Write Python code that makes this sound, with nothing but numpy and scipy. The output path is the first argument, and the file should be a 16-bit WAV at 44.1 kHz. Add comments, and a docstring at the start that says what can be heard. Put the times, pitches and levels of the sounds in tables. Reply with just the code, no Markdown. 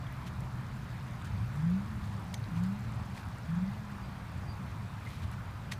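"""A lawn flooded by a leak. From the start, tiny bubbles trickle through the grass over distant traffic;
wet blades crackle under slow, soft steps and water films tick as they break.
From 1.3 s to 3.7 s a far engine revs three times, while a hand bumps the camera and two stalks snap.
A small bird peeps at 4 s and 4.5 s, more bumps follow, and a drop falls into the pool at 5.1 s.
The trickle fades and a last stalk snaps at 5.7 s."""
import sys
import numpy as np
from scipy import signal
from scipy.fft import rfft, irfft
from scipy.io import wavfile
from scipy.ndimage import uniform_filter1d

SR = 44100
rng = np.random.default_rng(int(sys.argv[2]) if len(sys.argv) > 2 else 0)


def master(y):
    """Save y as 16-bit WAV."""
    cut = np.clip(np.atleast_2d(y).T, -1, 1)
    pcm = np.round(cut * 32767)  # scale
    wavfile.write(sys.argv[1], SR, pcm.astype(np.int16))


N = 255339
TIME = np.arange(N) / SR
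BAND_LIMIT_HZ = 15450


def gain_of(db):
    """Decibels to amplitude."""
    return 10 ** (np.asarray(db) / 20)


def unit_rms(x):
    """Scale to rms 1."""
    return x / np.sqrt(np.mean(x ** 2) + 1e-20)


def bell(x, centre, sigma):
    """Gaussian of height 1."""
    return np.exp(-.5 * ((x - centre) / sigma) ** 2)


def follow(rows):
    """Per-sample curves from rows that start with a time in seconds."""
    times_s, *columns = np.transpose(rows)
    return [np.interp(TIME, times_s, column) for column in columns]


def colour(x, spectrum, skirt_db_per_oct=30):
    """Filter by (Hz, dB) points, rolling off beyond the ends."""
    hz, db = np.transpose(spectrum)
    octave, known = np.log2(np.fft.rfftfreq(N, 1 / SR) + 1), np.log2(hz + 1)
    beyond_oct = abs(octave - np.clip(octave, known[0], known[-1]))
    return irfft(rfft(x) * gain_of(np.interp(octave, known, db) - skirt_db_per_oct * beyond_oct), N)


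def drift(cutoff_hz):
    """Low-passed noise, rms 1."""
    lowpass = np.exp(-(np.fft.rfftfreq(N, 1 / SR) / cutoff_hz) ** 2)
    return unit_rms(irfft(rfft(rng.standard_normal(N)) * lowpass, N))


def clicks(per_s, spread_db):
    """Random impulses, most small, a few large."""
    size = gain_of(spread_db * np.minimum(rng.exponential(1, N), 3))
    return size * rng.choice([-1., 1.], N) * (rng.random(N) < per_s / SR)


def swells(rows):
    """Envelope with one bell per row."""
    return sum(gain_of(db) * bell(TIME, centre_s, sigma_s) for centre_s, sigma_s, db in rows)


def burst(peak_s, db, centre_hz, width_oct, rise_s, decay_s, size=4096):
    """Band of noise with exponential rise and decay."""
    out = np.zeros(N + 2 * size)
    t = (np.arange(size) - size // 4) / SR
    hz = np.fft.rfftfreq(size, 1 / SR) + 1
    band = bell(np.log2(hz / centre_hz), 0, width_oct)
    envelope = np.exp(-np.maximum(-t / rise_s, t / decay_s))
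    sound = envelope * irfft(rfft(rng.standard_normal(size)) * band)
    start = max(round(peak_s * SR) - size // 4, 0)
    out[start:start + size] = gain_of(db) * sound * np.linalg.norm(envelope) / np.linalg.norm(sound)
    return out[:N]


def traffic(rumble_db=-40.5, recede_db_per_s=.3, swell_db=.8, drone_trim_db=1, waver=.28):
    """Many far engines rumble and slowly recede; the nearest drones and wavers."""
    # Each row: frequency in Hz, relative density in dB.
    spectrum = [(8, -20), (20, -15), (35, -19.5), (52, -6), (75, -2), (107, -1.5), (131, -0.5), (151, -6),
                (195, -6), (215, -11), (250, -16), (305, -21), (385, -30), (480, -36)]
    # Each row: time in seconds, firing rate in Hz, level before trim in dB.
    drone_curve = [(0, 132.3, -51), (.33, 125, -46), (1.1, 125.3, -49), (1.8, 99.34, -46.5),
                   (2.5, 107.5, -45), (2.95, 113.2, -42), (3.3, 107.8, -50), (4.5, 103.9, -47.5),
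                   (5.79, 100.3, -50)]
    rumble = unit_rms(colour(rng.standard_normal(N), spectrum))
    rumble *= gain_of(rumble_db - recede_db_per_s * TIME + swell_db * drift(3.3))
    firing_hz, drone_db = follow(drone_curve)
    phase = 2 * np.pi * np.cumsum(firing_hz) / SR + waver * drift(8.8)
    drone = np.sin(phase) * (1 + waver * drift(5.3))
    return rumble + gain_of(drone_db + drone_trim_db) * unit_rms(drone)


def wash(level_db=-51.6, patch_db=1.3):
    """Tyres and running water: soft noise whose bands swell and sink independently."""
    # Each row: frequency in Hz, relative density in dB.
    spectrum = [(300, -8), (440, -7.5), (590, -4), (780, -2), (1000, 0.5), (1400, -2.5), (2000, -8),
                (2600, -12), (3300, -16), (4600, -19), (5700, -24), (8000, -27), (12200, -31), (15300, -31)]
    frames = signal.stft(colour(rng.standard_normal(N), spectrum), nperseg=512, noverlap=384)[2]
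    patches = uniform_filter1d(rng.standard_normal(frames.shape), size=5, axis=0)
    patches = unit_rms(uniform_filter1d(patches, size=20, axis=1))
    hiss = signal.istft(frames * gain_of(patch_db * patches), nperseg=512, noverlap=384)[1][:N]
    mid_band = signal.sosfilt(signal.butter(4, [500, 2000], "band", fs=SR, output="sos"), hiss)
    return hiss / mid_band.std() * gain_of(level_db)


def engine(flutter=.18, half_order_db=-24):
    """Far exhaust tone: booms near the pipe resonance, flutters with air and echoes."""
    # Each row: throttle opening and hold in seconds, start and top firing rates in Hz,
    # level before resonance in dB.
    revs = [(1.26, .48, 74, 217, -41.5), (2.51, 0.19, 157, 220, -46.5), (3.475, 0.166, 157, 214, -45.5)]
    run_on_s, flywheel_s, sag_hz_per_s = .14, .056, 90
    open_s, ease_s, shut_db_per_s = .016, .015, 135
    coast_db, coast_db_per_s = -10.5, 19.5
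    pipe_hz, pipe_width_hz, pipe_db = 183.7, 33, 14
    rate_curve, load = [], np.zeros(N)
    for start_s, hold_s, from_hz, top_hz, db in revs:
        rate_curve += [(start_s, from_hz), (start_s + hold_s + run_on_s, top_hz)]
        opening = np.clip((TIME - start_s) / open_s, 0, 1)
        shut_s = np.maximum(TIME - start_s - hold_s, 0)
        fade_db = np.maximum(-shut_db_per_s * shut_s, coast_db - coast_db_per_s * shut_s)
        load = np.maximum(load, opening * gain_of(db + fade_db))
    load = uniform_filter1d(load, round(ease_s * SR))
    sag_hz = sag_hz_per_s * np.maximum(TIME - rate_curve[-1][0], 0)
    firing_hz = uniform_filter1d(follow(rate_curve)[0] - sag_hz, round(flywheel_s * SR))
    boom = gain_of(pipe_db * bell(firing_hz, pipe_hz, pipe_width_hz))
    phase = 2 * np.pi * np.cumsum(firing_hz) / SR
    tone = np.sin(phase) + gain_of(half_order_db) * np.sin(phase / 2)  # uneven cylinders
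    return load * boom * unit_rms(tone) * (1 + flutter * drift(41))


def bird(waver=.0066):
    """Short, thin whistles of nearly level pitch."""
    # Each row: centre and length in seconds, pitch in Hz, level in dB.
    peeps = [(4.047, 0.067, 4740, -63), (4.506, 0.073, 4716, -55)]
    warped_s = np.cumsum(1 + waver * drift(112)) / SR
    out = np.zeros(N)
    for centre_s, length_s, hz, db in peeps:
        envelope = np.cos(np.pi * np.clip((TIME - centre_s) / length_s, -.5, .5))
        out += gain_of(db) * envelope * np.sin(2 * np.pi * hz * warped_s)
    return out


def handling():
    """A hand shifts on the camera: dull, soft bumps."""
    # Each row: centre and half length in seconds, level in dB.
    bumps = [(1.28, 0.01, -33.5), (1.39, 0.068, -37), (4.37, .03, -40), (4.485, 0.01, -39),
             (5.24, 0.039, -40)]
    body_hz_db = [(60, -3), (100, 3), (140, -4.5)]
    return swells(bumps) * unit_rms(colour(rng.standard_normal(N), body_hz_db))


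def rustles(per_s=2200, spread_db=4):
    """Wet blades give way underfoot in a dense crackle."""
    # Each row: centre and half length in seconds, level in dB.
    crushes = [(0.274, 0.01, -53), (1.262, 0.012, -56), (2.046, 0.024, -62.5), (2.135, 0.014, -60.5),
               (2.579, 0.02, -58.5), (2.643, 0.011, -57), (3.177, 0.029, -56), (5.12, 0.062, -57.5),
               (5.237, 0.0091, -56), (5.331, 0.0081, -55.5), (5.72, 0.0035, -44), (5.731, 0.0097, -48.5)]
    blades_hz_db = [(1300, -5), (2100, 3.5), (4200, 1), (7000, -8), (11000, -11.5), (15000, -18)]
    return swells(crushes) * unit_rms(colour(clicks(per_s, spread_db), blades_hz_db))


def snaps(knock_offset_db=-9):
    """Stalks break with a dull knock and ring in shared bands, brighter or duller."""
    # Each row: time in seconds, base level in dB, rise in seconds, tilt in dB per octave.
    breaks = [(2.342, -43, 0.00083, 5), (3.177, -44, .001, -7), (5.722, -37, 0.0025, -1.5)]
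    # Each row: centre in Hz, width in octaves, offset in dB, decay in seconds.
    stalk_bands = [(2030, 0.17, 0.5, 0.0034), (4100, 0.31, -1, 0.0026), (6400, 0.62, -6.5, 0.0039),
                   (6200, 0.054, -18, 0.015)]
    out = np.zeros(N)
    for peak_s, db, rise_s, tilt_db_per_oct in breaks:
        out += burst(peak_s, db + knock_offset_db, 1000, width_oct=.57, rise_s=rise_s, decay_s=.004)
        for hz, width_oct, offset_db, decay_s in stalk_bands:
            tilt_db = tilt_db_per_oct * np.log2(hz / stalk_bands[0][0])
            out += burst(peak_s, db + offset_db + tilt_db, hz, width_oct, rise_s, decay_s)
    return out


def ticks(faint_per_s=1.5, faint_db=-61.5, faint_hz=(8000, 13500), faint_width_oct=.25):
    """Water films break, each in its own band; fainter ones fall at random."""
    # Each row: time in seconds, peak level in dB, centre in Hz, width in octaves.
    films = [(.068, -48, 3220, .1), (.126, -54, 12000, .3), (.406, -51, 7000, .8),
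             (1.216, -52.5, 3484, .15), (1.246, -56, 7200, .23), (1.48, -60, 13000, .3),
             (2.441, -46.5, 3830, .3), (2.637, -49, 7000, 0.6), (2.922, -56, 7160, .39),
             (3.385, -53.5, 7930, .25), (5.315, -53, 9050, .5)]
    draws = rng.random((round(faint_per_s * N / SR), 2))
    faint = [(when * N / SR, faint_db, np.interp(pitch, [0, 1], faint_hz), faint_width_oct)
             for when, pitch in draws]
    return sum(burst(*row, rise_s=.0005, decay_s=.0016) for row in films + faint)


def plip():
    """One larger drop hits the pool and rings at a clear pitch."""
    return burst(peak_s=5.07, db=-43, centre_hz=2043, width_oct=.06, rise_s=.003, decay_s=.0066)


def trickle(per_s=1100, spread_db=4, glide=.041, pitches=32):
    """Tiny bubbles burst among the blades, each ringing a few cycles and rising in pitch."""
    # Each row: frequency in Hz, relative density in dB.
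    spectrum = [(1200, -13), (2200, -5), (4000, -0.5), (6500, -6), (10000, -9), (15000, -16)]
    # Each row: time in seconds, level in dB.
    level_curve = [(0, -70.5), (.7, -71), (1.4, -67.5), (3.3, -69), (4.5, -73), (5.2, -71), (5.79, -85)]
    points_hz, points_db = np.transpose(spectrum)
    out = np.zeros(N)
    for hz in np.geomspace(points_hz[0], min(points_hz[-1], BAND_LIMIT_HZ), pitches):
        ring_cycles = 5 * rng.uniform(.38, .8)
        cycles = np.arange(0, 4 * ring_cycles, hz / SR)
        envelope = np.exp(-2 * cycles / ring_cycles) * (1 - np.exp(-2 * cycles))
        bubble = envelope * np.sin(2 * np.pi * cycles * (1 + glide * cycles / ring_cycles))
        bubbles = signal.oaconvolve(clicks(per_s / pitches, spread_db), bubble)[:N]
        out += hz * gain_of(np.interp(hz, points_hz, points_db)) * bubbles
    return unit_rms(out) * gain_of(follow(level_curve)[0])


def scene():
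    """Open air: mono sum, no reverb."""
    bed = engine() + traffic() + handling() + wash() + trickle()
    return (bed + rustles() + snaps() + plip() + bird() + ticks())[None]


def record(dry):
    """Microphone port ripple, then a steep low-pass."""
    # Each row: centre and width in Hz, gain in dB.
    port_bands = [(2430, 47, 2), (2790, 270, -1)]
    hz = np.fft.rfftfreq(N, 1 / SR)
    ripple_db = sum(db * bell(hz, centre_hz, width_hz) for centre_hz, width_hz, db in port_bands)
    rippled = irfft(rfft(dry) * gain_of(ripple_db), N)
    lowpass = signal.firwin(511, BAND_LIMIT_HZ, window=("kaiser", 9), fs=SR)
    return signal.oaconvolve(rippled, lowpass[None], "same")


dry = scene()
out = record(dry)
master(out)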